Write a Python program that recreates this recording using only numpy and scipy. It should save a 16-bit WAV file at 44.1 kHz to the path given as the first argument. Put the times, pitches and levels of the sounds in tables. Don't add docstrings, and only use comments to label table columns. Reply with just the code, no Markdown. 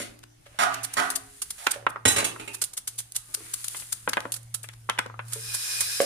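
import sys
import numpy as np
from scipy import signal
from scipy.fft import rfft, irfft, next_fast_len
from scipy.io import wavfile
from scipy.ndimage import uniform_filter1d

SR = 44100
rng = np.random.default_rng(int(sys.argv[2]) if len(sys.argv) > 2 else 0)


def decibels_to_gain(level_db):
    exponent = np.asarray(level_db, float) / 20
    return 10 ** exponent


def persist_wave(psi):
    counts = np.round(np.clip(psi, -1, 1) * 32767).astype(np.int16)
    wavfile.write(sys.argv[1], SR, np.atleast_2d(counts).T)


N = 266805

# peak_s, level_db (rms at the peak), dull_db (against the crisp part),
# rise_ms (time to grow 12 dB; 0.1 ms at least), t60_ms (time to die by 60 dB)
LEAF_CRACKS = [(0.192, -45, -7, 2, 7.8), (0.24, -46, 1, 8.5, 5.7), (0.4678, -61.5, 13.5, 10, 49),
               (0.7449, -28, -3, 5, 24), (0.8494, -25, -11, 18, 30), (0.939, -26.5, -12, 4.5, 34),
               (1.1021, -22.5, -41, -19.5, 62), (1.1594, -21, -18, 5.5, 46), (1.4197, -22.5, -17, 2.3, 55),
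               (1.5069, -24.5, -17, 3, 34), (1.67, -31.5, 17.5, 4, 15.6), (1.718, -18.5, -40, 9, 19),
               (1.906, -41, -32, 14, 9.9), (2.551, -30, -11, 16, 27), (2.619, -19, -13, 3, 54),
               (2.6392, -21.5, -27, 1, 47), (2.737, -34.5, -15, 4, 38), (2.777, -25, -15.5, 7.5, 50),
               (2.8772, -23, -17, 3.5, 53), (2.9896, -25.5, -20, 8.5, 73), (3.005, -30.5, -12.5, 4, 6),
               (3.121, -30.5, -44, 0.4, 13), (3.1591, -29.5, -14.5, 10, 102), (3.1644, -18.5, -27, 3, 26),
               (3.344, -22, -15, 3, 25), (3.3484, -18, -21, 2, 13.4), (3.5394, -21.5, -18.5, 4, 38),
               (3.6433, -27, -15, 2, 47), (3.6839, -19.5, -23, 2.5, 6.4), (3.773, -34.5, -16, 27, 82),
               (3.8007, -35, -15, 9, 110), (3.9276, -20, -16.5, 5, 30), (4.0955, -21.5, -11, 6, 16),
               (4.1325, -24.5, 2.5, -0.3, 26), (4.17, -36, -1, -1, 19), (4.2051, -32.5, 1.5, 1.5, 9.1),
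               (4.32, -22.5, -30, -4, 47), (4.341, -25.5, -19, 3, 52), (4.365, -34.5, -10.5, 6, 43),
               (4.432, -50, -37, 4, 19), (4.5473, -22.5, -15.5, 5, 37), (4.6308, -36, -21, 0.8, 96),
               (4.6883, -32.5, 6, -0.6, 7.5), (4.738, -49.5, 0.5, 7, 18), (4.8988, -28.5, 12.5, 3, 8.4),
               (4.9915, -31.5, 15, 4.5, 10), (5.0635, -42.5, 1, 2, 9), (5.282, -44, -20, -9, 63),
               (5.325, -35, -5.5, 4, 45), (5.334, -23.5, -18, 2.3, 37), (5.5489, -23.5, -13.5, 12, 64),
               (5.808, -18, -12.5, 3, 71), (6.02, -24.5, -14, 14, 16)]
# pitch_hz, level_db
CRISP_SPECTRUM = [(240, -46), (400, -49.5), (2070, -10.5), (2380, -14.5), (2700, -8), (4650, -5.5),
                  (5600, -7.5), (6340, -4.5), (9350, 4), (15400, 1.5), (16400, -122)]
# time_s, hiss_db
BLADE_PRESSURE = [(0.0, -47), (0.07, -56), (0.3, -80), (0.51, -63.5), (0.83, -69), (1.01, -42),
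                  (1.19, -55.5), (1.65, -46.5), (1.82, -65), (2.1, -91), (2.3, -53), (2.59, -53),
                  (2.81, -63.5), (2.93, -52), (3.1, -59), (3.34, -48.5), (3.73, -40), (4.02, -50.5),
                  (4.36, -60.5), (4.93, -62.5), (5.1, -79), (5.25, -60.5), (5.34, -39.5), (5.45, -44)]
# pitch_hz, level_db
DULL_SPECTRUM = [(150, -47.5), (300, 9), (700, 6), (1500, 14.5), (3000, 7), (5000, -2.5)]
# peak_s, level_db (at the peak), length_s
DULL_SWELLS = [(0.0, -39, 0.12), (0.74, -38.5, 0.34), (1.05, -38, 0.34), (1.741, -36.5, 0.054),
               (2.204, -25.5, 0.055), (2.418, -56, 0.089), (3.466, -53.5, 0.2), (4.226, -53, 0.26),
               (5.342, -51, 0.09)]
# start_s, peak_db, low_modes_db, high_modes_db, second_corner_db (against the first)
LANDINGS = [(1.6683, -4, -58, 10, -6), (1.8661, -4.5, -81, -10, 3), (1.9595, -18.5, -33, -25, -14),
            (2.3608, -29, -61, -27, 2.5), (3.7468, -25.5, -44, 20, -9), (3.8216, -35, 1, 27, -6),
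            (4.0759, -10, 4, -4, 2.5), (4.1338, -26, -12, 42, -15), (4.1704, -7.5, -16, -3, -32),
            (4.2527, -16.5, 6, -21, 7), (4.6418, -29.5, -9, 18, -9), (4.6894, -30.5, -37, 34, -18),
            (4.8898, -14, -34, -25, 4), (4.8976, -9.5, -40, 20, 1), (4.9764, -24, -12, 26, 14),
            (4.9863, -11, -17, 22, 21), (4.9895, -12, -27, 2, -6), (5.0598, -26, 7, -21, -2),
            (5.0976, -27, -34, -49, 8), (5.1414, -30.5, -25, -68, -24), (5.192, -20, -70, -1, -34)]
# pitch_hz, level_db, t60_s
BOWL_MODES = [(270, -4, .05), (340, -6, .05), (515, -3, .04), (640, -6, .03), (750, -3, .035),
              (880, -5, .03), (1000, -3, .035), (1110, -1, .04), (1230, -1, .035), (1350, -1, .03),
              (1500, -1, .03), (1620, -2, .03), (1750, -4, .025), (1870, -3, .03), (2050, -2, .03),
              (2220, -4, .025), (2400, -4, .025), (2650, -5, .022), (2900, -6, .022), (3150, -8, .02),
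              (3400, -9, .02)]
# start_s, rattle_db, rattle_s, brightness_db_per_octave, ringing_db (against the rattle)
POT_BLOWS = [(.588, -22.5, 0.05, -2.7, -4), (.969, -24.5, 0.032, -2.5, 2), (1.58, -46.5, 0.17, 0.4, -41)]
# pitch_hz, level_db, t60_s
POT_MODES = [(200, -20, .25), (268, -21, .8), (280, -22, 1.2), (366, -27, 1.1), (415, -24, 1.4),
             (655, -5, .4), (710, -1, .3), (790, -4, .4), (1012, -4, .4), (1170, -3, .35), (1222, -1, .3),
             (1351, -2, .2), (1483, -2, .3), (1590, -4, .4), (1700, -5, .4), (1830, -4, .35),
             (1900, -4, .35)]
# pitch_hz, level_db
POT_SPECTRUM = [(88, -65), (150, -41.5), (270, -27), (376, -27), (689, 3.5), (1190, -4.5), (1290, -4),
                (5570, -15), (9820, -12), (14500, -10), (16000, -69.5)]
# start_s, rattle_db, rattle_s, brightness_db_per_octave, ringing_db (against the rattle)
LID_BLOWS = [(0.0, -37.5, 0.027, 0, -3.5), (.03, -51, 0.041, -1.7, -28)]
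# pitch_hz, level_db, t60_s
LID_MODES = [(232, -4, .3), (296, -11, 1.6), (326, -6, .12), (350, -15, 1.1), (424, -4, .15), (591, 0, .12),
             (704, -3, .15), (2128, -8, .1)]
# pitch_hz, level_db
LID_SPECTRUM = [(88, -24), (150, -12), (601, -5), (888, -7), (2180, -0.5), (5570, -8.5), (9820, -4),
                (14200, -5), (16000, -76)]
# start_s, rattle_db, rattle_s, brightness_db_per_octave, ringing_db (against the rattle)
CUTLERY_BLOWS = [(2.053, -17, 0.0068, -2.5, -6), (2.078, -20, 0.01, 4, -4.5), (2.103, -29, 0.023, 1.5, -22),
                 (2.122, -44, 0.0099, 4.5, 2), (2.163, -22.5, 0.0089, -3, -3),
                 (2.182, -22, 0.0084, -2.5, -25), (2.205, -40, 0.0084, -3, -15),
                 (2.227, -26.5, 0.0038, -7, -16), (2.244, -23, 0.0099, 0.2, -14.5)]
# pitch_hz, level_db, t60_s
CUTLERY_MODES = [(105, -10, .12), (240, -12, .08), (1190, -6, .08), (1922, -2, .07), (2690, 1, .09),
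                 (3085, -8, .12), (3811, -3, .08), (3946, -2, .1), (5130, -10, .1), (6503, -5, .07),
                 (6990, -9, .12), (7728, -2, .15), (8600, -6, .12), (9115, -1, .06), (10220, -6, .07)]
# pitch_hz, level_db
CUTLERY_SPECTRUM = [(35, -51), (60, -41.5), (113, -9), (458, 0.5), (2050, -1), (2650, 2), (3940, -5.5),
                    (4750, -6), (5090, -8), (8920, 3), (14900, -1), (16000, -67)]
# start_s, rattle_db, rattle_s, brightness_db_per_octave, ringing_db (against the rattle)
CLINK_BLOWS = [(2.397, -39.5, 0.0071, -3, 2.7), (2.411, -44, 0.0041, -3.7, 2),
               (2.477, -40, 0.0059, -1.8, 2.7), (2.487, -50, 0.003, -2, 2.7)]
# pitch_hz, level_db, t60_s
CLINK_MODES = [(420, -6, .04), (900, -9, .03), (2520, -2, .03), (2700, 0, .04), (3820, -9, .025)]
# start_s, peak_db, pitch_hz (lowest mode), t60_s (lowest mode)
HOLLOW_KNOCKS = [(0.002, -27, 595, 0.044), (0.004, -27.5, 248, 0.084), (0.464, -42.5, 585, 0.066),
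                 (0.546, -45.5, 625, 0.059), (1.76, -27, 587, 0.059), (1.826, -36.5, 548, 0.034),
                 (2.055, -13.5, 253, 0.095), (3.289, -50, 289, 0.6), (3.374, -44.5, 425, 0.15),
                 (3.406, -37, 341.5, 0.099), (4.256, -34, 580, 0.077), (5.359, -32.5, 444, 0.1),
                 (6.003, -6, 549, 0.055)]
# time_s, level_db
TAP_FLOW = [(5.25, -63), (5.318, -55), (5.438, -40), (5.476, -36.5), (5.73, -31), (6.05, -32)]
# pitch_hz, level_db
WATER_SPECTRUM = [(88, -75), (150, -32), (459, -8), (1090, -7), (1640, -2.5), (2210, -5.5), (2390, -5),
                  (3470, -2.5), (5450, 1.5), (6500, -3), (14000, 5.5), (15400, -1.5), (16400, -76)]
# pitch_hz, width_hz, level_db (against each other)
SINK_MODES = [(1650, 90, -3), (2470, 30, -1), (3960, 70, -4), (4950, 90, -3), (5310, 60, -2),
              (7530, 60, -3), (8980, 80, -3), (9380, 150, -1)]
# time_s, level_db (rms)
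HUM_LEVEL = [(0.0, -48.5), (0.57, -57), (0.83, -41.5), (1.16, -80), (1.23, -47), (1.55, -86), (1.82, -44),
             (1.97, -51.5), (2.12, -37), (2.21, -45), (2.63, -50.5), (2.76, -67), (3.0, -44.5), (3.12, -56),
             (4.21, -48), (4.43, -40.5), (4.99, -43.5), (5.26, -35.5), (5.54, -41), (5.68, -58), (5.8, -44),
             (6.05, -57)]
# pitch_hz, level_db
AIR_SPECTRUM = [(12, -42), (20, 50.5), (65, -27.5), (117, -1.5), (189, -20), (288, -21), (403, -26.5),
                (812, -23.5), (961, -30), (3300, -37.5), (9590, -41), (14600, -34), (16400, -50.5)]
# pitch_hz, likeness (-1 opposite to 1 equal, no unit)
PORT_LIKENESS = [(30, -0.075), (130, -0.25), (290, 0.62), (640, -0.79), (1400, -0.019), (15000, -0.025)]
# pitch_hz, t60_s
KITCHEN_DECAY = [(200, 0.59), (1000, 0.42), (4000, 0.29), (12000, 0.21)]
# pitch_hz, level_db
CAPSULE_SPECTRUM = [(20, -11), (6500, 5.5), (8300, 3.5), (9400, 5.5), (10600, 2), (13000, -8),
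                    (15000, -8.5)]

BLADE_PAN_DB, BLADE_SWAY_DB = 0.5, 4
BLUNT_DB_PER_OCTAVE = -2.43
SLIDE_DULL_DB = -12.5
SWELL_EDGE_DB = -19
BOWL_DAMPING = 1.2
TICK_DB = -27.5
FIRST_BLOW = 3
RATTLE_T60_S = 0.022
CROWD_FROM_HZ, POT_CROWD = 500, 0.07
HUM_HZ, HUM_WANDER_HZ = 115, 1.2
WHINE_S, WHINE_LENGTH_S, WHINE_DB = 3.17, 0.25, -62
WHINE_HZ, WHINE_SAG_HZ_PER_S = 1265, 380
AIR_DB = -51
NEAR_LEAD_MS, FAR_LEAD_MS = 0.086, -0.545
MONO_BELOW_HZ, EDGE_HZ = 216, 15600


def evened(x):
    return x / np.sqrt(np.mean(x ** 2) + 1e-20)


def read(points, hz):
    f, value = np.transpose(points)
    return np.interp(np.log(hz + 1), np.log(f + 1), value)


def add(mix, s, sound, pan_db=0):
    part = mix[:, round(s * SR):][:, :sound.shape[-1]]
    part += sound[..., :part.shape[1]] * decibels_to_gain(np.array([[pan_db], [-pan_db]]) / 2)


def slow(size):
    once = uniform_filter1d(rng.standard_normal(N), size)
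    return evened(uniform_filter1d(once, size))


def colour(points):
    log_gain = np.log(decibels_to_gain(read(points, abs(np.fft.fftfreq(4096, 1 / SR)))))
    taps = np.fft.ifft(np.exp(np.conj(signal.hilbert(log_gain)))).real[:2048]
    return taps / np.linalg.norm(taps)


def ring(modes, weight_db=0, damping=1):
    hz, db, t60 = np.transpose(modes)[:, :, None]
    t = np.arange(SR) / SR
    fade = decibels_to_gain(db + weight_db - 60 * t * damping / t60)
    taps = (fade * np.sin(2 * np.pi * hz * t)).sum(0)
    return taps / np.linalg.norm(taps)


def crowded(modes, spread, count=7):
    split = []
    for hz, db, t60 in modes:
        if hz > CROWD_FROM_HZ:
            for _ in range(count):
                near_hz = hz * (1 + spread * rng.uniform(-0.89, 1))
                split.append((near_hz, db - 10 * np.log10(count), t60))
    return split + [mode for mode in modes if mode[0] <= CROWD_FROM_HZ]


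def grains(shape, per_s, spread_db, haze):
    size = decibels_to_gain(spread_db * np.minimum(rng.exponential(1, shape), 4))
    size = size * rng.choice([-1, 1], shape)
    clicks = evened(size * (rng.random(shape) < per_s / SR))
    return evened(clicks + haze * rng.standard_normal(shape))


def diffuse(points, patchy_db):
    frames, hz = N // 256 + 5, np.fft.rfftfreq(1024, 1 / SR)
    a, b, c, d, patches = rng.standard_normal((frames, 513, 5)).T
    patches = uniform_filter1d(patches, size=12, axis=0)
    patches = evened(uniform_filter1d(patches, size=10, axis=1))
    same = np.clip(read(PORT_LIKENESS, hz), -1, 1)[:, None]
    left = a + 1j * b
    right = same * left + np.sqrt(1 - same ** 2) * (c + 1j * d)
    spectra = np.array([left, right]) * decibels_to_gain(read(points, hz)[:, None] + patchy_db * patches)
    return evened(signal.istft(spectra, nperseg=1024, noverlap=768)[1][:, :N])


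def high_pass(x, low_hz):
    return signal.sosfilt(signal.butter(2, low_hz, "high", fs=SR, output="sos"), x)


def cracks():
    out, t, dull = np.zeros((2, N)), np.arange(-800, 3200) / SR, colour(DULL_SPECTRUM)
    snaps = grains((len(LEAF_CRACKS), 3, 4000), 6000, 4.9, 0.89)
    pans_db = BLADE_PAN_DB + BLADE_SWAY_DB * slow(size=6000)
    for (s, db, dull_db, rise_ms, t60_ms), snap in zip(LEAF_CRACKS, snaps):
        rise_ms = max(rise_ms, 0.1)
        swell = decibels_to_gain(np.where(t < 0, 12 * t / rise_ms, -60 * t / t60_ms) * 1000)
        swell *= t > -1.2 * rise_ms / 1000
        clump = (0.81 * snap[0] + 1.24 * snap[1:]) * swell
        clump *= np.linalg.norm(swell) / np.linalg.norm(clump, axis=1, keepdims=True)
        tilt_db = BLUNT_DB_PER_OCTAVE * max(dull_db + 0.5, 0)
        crisp = colour([(f, d + tilt_db * np.log2(f / 4000)) for f, d in CRISP_SPECTRUM])
        sound = signal.fftconvolve(clump, (crisp + decibels_to_gain(dull_db) * dull)[None])
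        add(out, s + t[0], decibels_to_gain(db) * sound, pans_db[round(s * SR)])
    return out


def slide():
    t = np.arange(N) / SR
    pressure = decibels_to_gain(np.interp(t, *np.transpose(BLADE_PRESSURE), right=-90))
    swells = sum(decibels_to_gain(db + SWELL_EDGE_DB * abs(2 * (t - s) / length)) for s, db, length in DULL_SWELLS)
    crackle = grains((2, N), 1700, 2.1, 0.4)
    hiss = signal.oaconvolve(crackle, colour(CRISP_SPECTRUM)[None])[:2, :N]
    dull_noise = diffuse(DULL_SPECTRUM, patchy_db=1.5)
    return pressure * hiss + (decibels_to_gain(SLIDE_DULL_DB) * pressure + swells) * dull_noise


def drops():
    out, hz = np.zeros((2, N)), np.array(BOWL_MODES)[:, :1]
    push = signal.windows.hann(16)
    spots = rng.standard_normal((len(LANDINGS), 2, len(BOWL_MODES), 1))
    tumbles = grains((len(LANDINGS), 2, 2500), 1800, 1.35, 0.067)
    tumbles = tumbles * decibels_to_gain(-60 * np.arange(2500) / SR / 0.053)
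    tick_fade = decibels_to_gain(-60 * np.arange(300) / SR / 0.0072)
    for (s, db, low_db, high_db, second_db), spot, tumble in zip(LANDINGS, spots, tumbles):
        tilt_db = read([(450, low_db), (1250, 0.017), (2500, high_db)], hz)
        modes = np.array([ring(BOWL_MODES, tilt_db + 2.5 * own, BOWL_DAMPING)[:4000] for own in spot])
        blow = 0.13 * tumble
        blow[:, 0] = 1
        blow[:, 90] += decibels_to_gain(second_db)
        struck = signal.fftconvolve(modes, blow, axes=1)
        sound = high_pass(signal.fftconvolve(struck, push[None]), low_hz=216)
        add(out, s, decibels_to_gain(db) * sound / abs(sound).max(), 0.7)
        add(out, s, decibels_to_gain(db + TICK_DB) * tumble[:, :300] * tick_fade, 0.7)
    return out


def rattle(hits, modes, body, pan_db, count=5):
    out, t = np.zeros((2, N)), np.arange(8000) / SR
    impacts = grains((len(hits), 8000), 3000, 3.4, 0.93)
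    spots, hz = rng.standard_normal((len(hits), len(modes), 1)), np.array(modes)[:, :1]
    for (s, db, length, tilt_db, ring_db), impact, spot in zip(hits, impacts, spots):
        burst = impact * decibels_to_gain(-60 * np.maximum(t - length, 0) / RATTLE_T60_S)
        burst[:count] += FIRST_BLOW * signal.windows.hann(count)
        broad = colour([(f, d + tilt_db * np.log2(f / 2000)) for f, d in body])
        ringing = ring(modes, 0.5 * spot + tilt_db * np.log2(hz / 2000))
        add(out, s, decibels_to_gain(db) * signal.fftconvolve(burst, broad), pan_db)
        add(out, s, decibels_to_gain(db + ring_db) * signal.fftconvolve(burst, ringing), pan_db)
    return out


def pot():
    return rattle(POT_BLOWS, crowded(POT_MODES, POT_CROWD), POT_SPECTRUM, -6.5)


def lid():
    return rattle(LID_BLOWS, LID_MODES, LID_SPECTRUM, 0.29)


def cutlery():
    return rattle(CUTLERY_BLOWS, CUTLERY_MODES, CUTLERY_SPECTRUM, -4.0)


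def clinks():
    return rattle(CLINK_BLOWS, CLINK_MODES, CUTLERY_SPECTRUM, -5.5)


def knocks():
    out = np.zeros((2, N))
    for s, db, hz, t60 in HOLLOW_KNOCKS:
        modes = ring([(hz, 0, t60), (1.234 * hz, -6, 0.6 * t60), (2.1 * hz, -10, 0.39 * t60),
                      (3.1 * hz, -8, 0.19 * t60), (3.8 * hz, -6, 0.094 * t60), (5.3 * hz, -6, 0.089 * t60)])
        sound = high_pass(signal.fftconvolve(modes, signal.windows.hann(14)), low_hz=227)
        add(out, s, decibels_to_gain(db) * sound / abs(sound).max(), -2.5)
    return out


def tap():
    s, db = np.transpose(TAP_FLOW)
    jet = diffuse(WATER_SPECTRUM, patchy_db=1.1)
    for hz, width, mode_db in SINK_MODES:
        gulps = decibels_to_gain(1.4 * evened(uniform_filter1d(rng.standard_normal(N), size=2500)))
        splash = gulps * grains((2, N), 2500, 7.1, 0.88)
        mode = ring([(hz, 0, 2.2 / width)])[:4000]
        jet += decibels_to_gain(mode_db - 14) * signal.oaconvolve(splash, mode[None])[:2, :N]
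    return decibels_to_gain(np.interp(np.arange(N) / SR, s, db, left=-90)) * jet


def hum():
    hz = HUM_HZ + HUM_WANDER_HZ * slow(size=5000)
    level = decibels_to_gain(np.interp(np.arange(N) / SR, *np.transpose(HUM_LEVEL)))
    return np.sqrt(2) * level * np.sin(2 * np.pi * np.cumsum(hz) / SR)


def whine():
    t = np.arange(0, WHINE_LENGTH_S, 1 / SR)
    fuzz = evened(uniform_filter1d(rng.standard_normal((SR, 2)), size=900, axis=0)).T[:, :len(t)]
    phase = 2 * np.pi * np.cumsum(WHINE_HZ - WHINE_SAG_HZ_PER_S * t) / SR
    tone = (1 + 0.5 * fuzz) * np.sin(phase + 0.67 * fuzz[::-1])
    out = np.zeros((2, N))
    add(out, WHINE_S, decibels_to_gain(WHINE_DB) * tone * signal.windows.tukey(len(t), 0.2))
    return out


def air():
    return decibels_to_gain(AIR_DB) * diffuse(AIR_SPECTRUM, patchy_db=3.0)


def ports(x, lead_ms):
    size = next_fast_len(N + 4096)
    late_s = np.array([[max(-lead_ms, 0)], [max(lead_ms, 0)]]) / 1000
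    turn = np.exp(-2j * np.pi * np.fft.rfftfreq(size, 1 / SR) * late_s)
    return irfft(rfft(x, size) * turn, size)[:, :N]


def room(x, gap_ms):
    taps, first = np.zeros((2, SR)), int(abs(gap_ms) * SR / 1000)
    at = np.arange(0, SR - 20, 20) + rng.integers(0, 20, (2, SR // 20 - 1))
    signs = rng.choice([-1., 1.], at.shape)
    np.put_along_axis(taps, at, signs * (at > first), 1)
    hz, t, bands = signal.stft(taps, SR, nperseg=256)
    fade = decibels_to_gain(-60 * t / read(KITCHEN_DECAY, hz)[:, None])
    tail = signal.istft(bands * fade, SR, nperseg=256)[1]
    return signal.fftconvolve(x, tail / np.linalg.norm(tail[0]), axes=1)[:, :N]


def scene():
    near = cracks() + drops()
    far = high_pass(pot() + lid(), low_hz=122) + clinks() + cutlery()
    knocked = knocks()
    direct = ports(near + knocked, NEAR_LEAD_MS) + ports(far, FAR_LEAD_MS)
    echo = room(decibels_to_gain(-14.0) * near + decibels_to_gain(-1.5) * far + decibels_to_gain(-3.5) * knocked, gap_ms=1)
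    return direct + echo + slide() + tap() + hum() + whine() + air()


def band_limit(x):
    return signal.sosfilt(signal.butter(12, 16500, fs=SR, output="sos"), x)


def record(dry):
    mid = (dry[0] + dry[1]) / 2
    side = high_pass((dry[0] - dry[1]) / 2, MONO_BELOW_HZ)
    both = np.array([mid + side, mid - side])
    heard = signal.oaconvolve(both, colour(CAPSULE_SPECTRUM)[None])[:2, :N]
    edge = signal.firwin(255, EDGE_HZ, window=("kaiser", 8), fs=SR)
    mix = signal.oaconvolve(heard, edge[None], "same")
    return band_limit(mix)


dry = scene()
out = record(dry)
persist_wave(out)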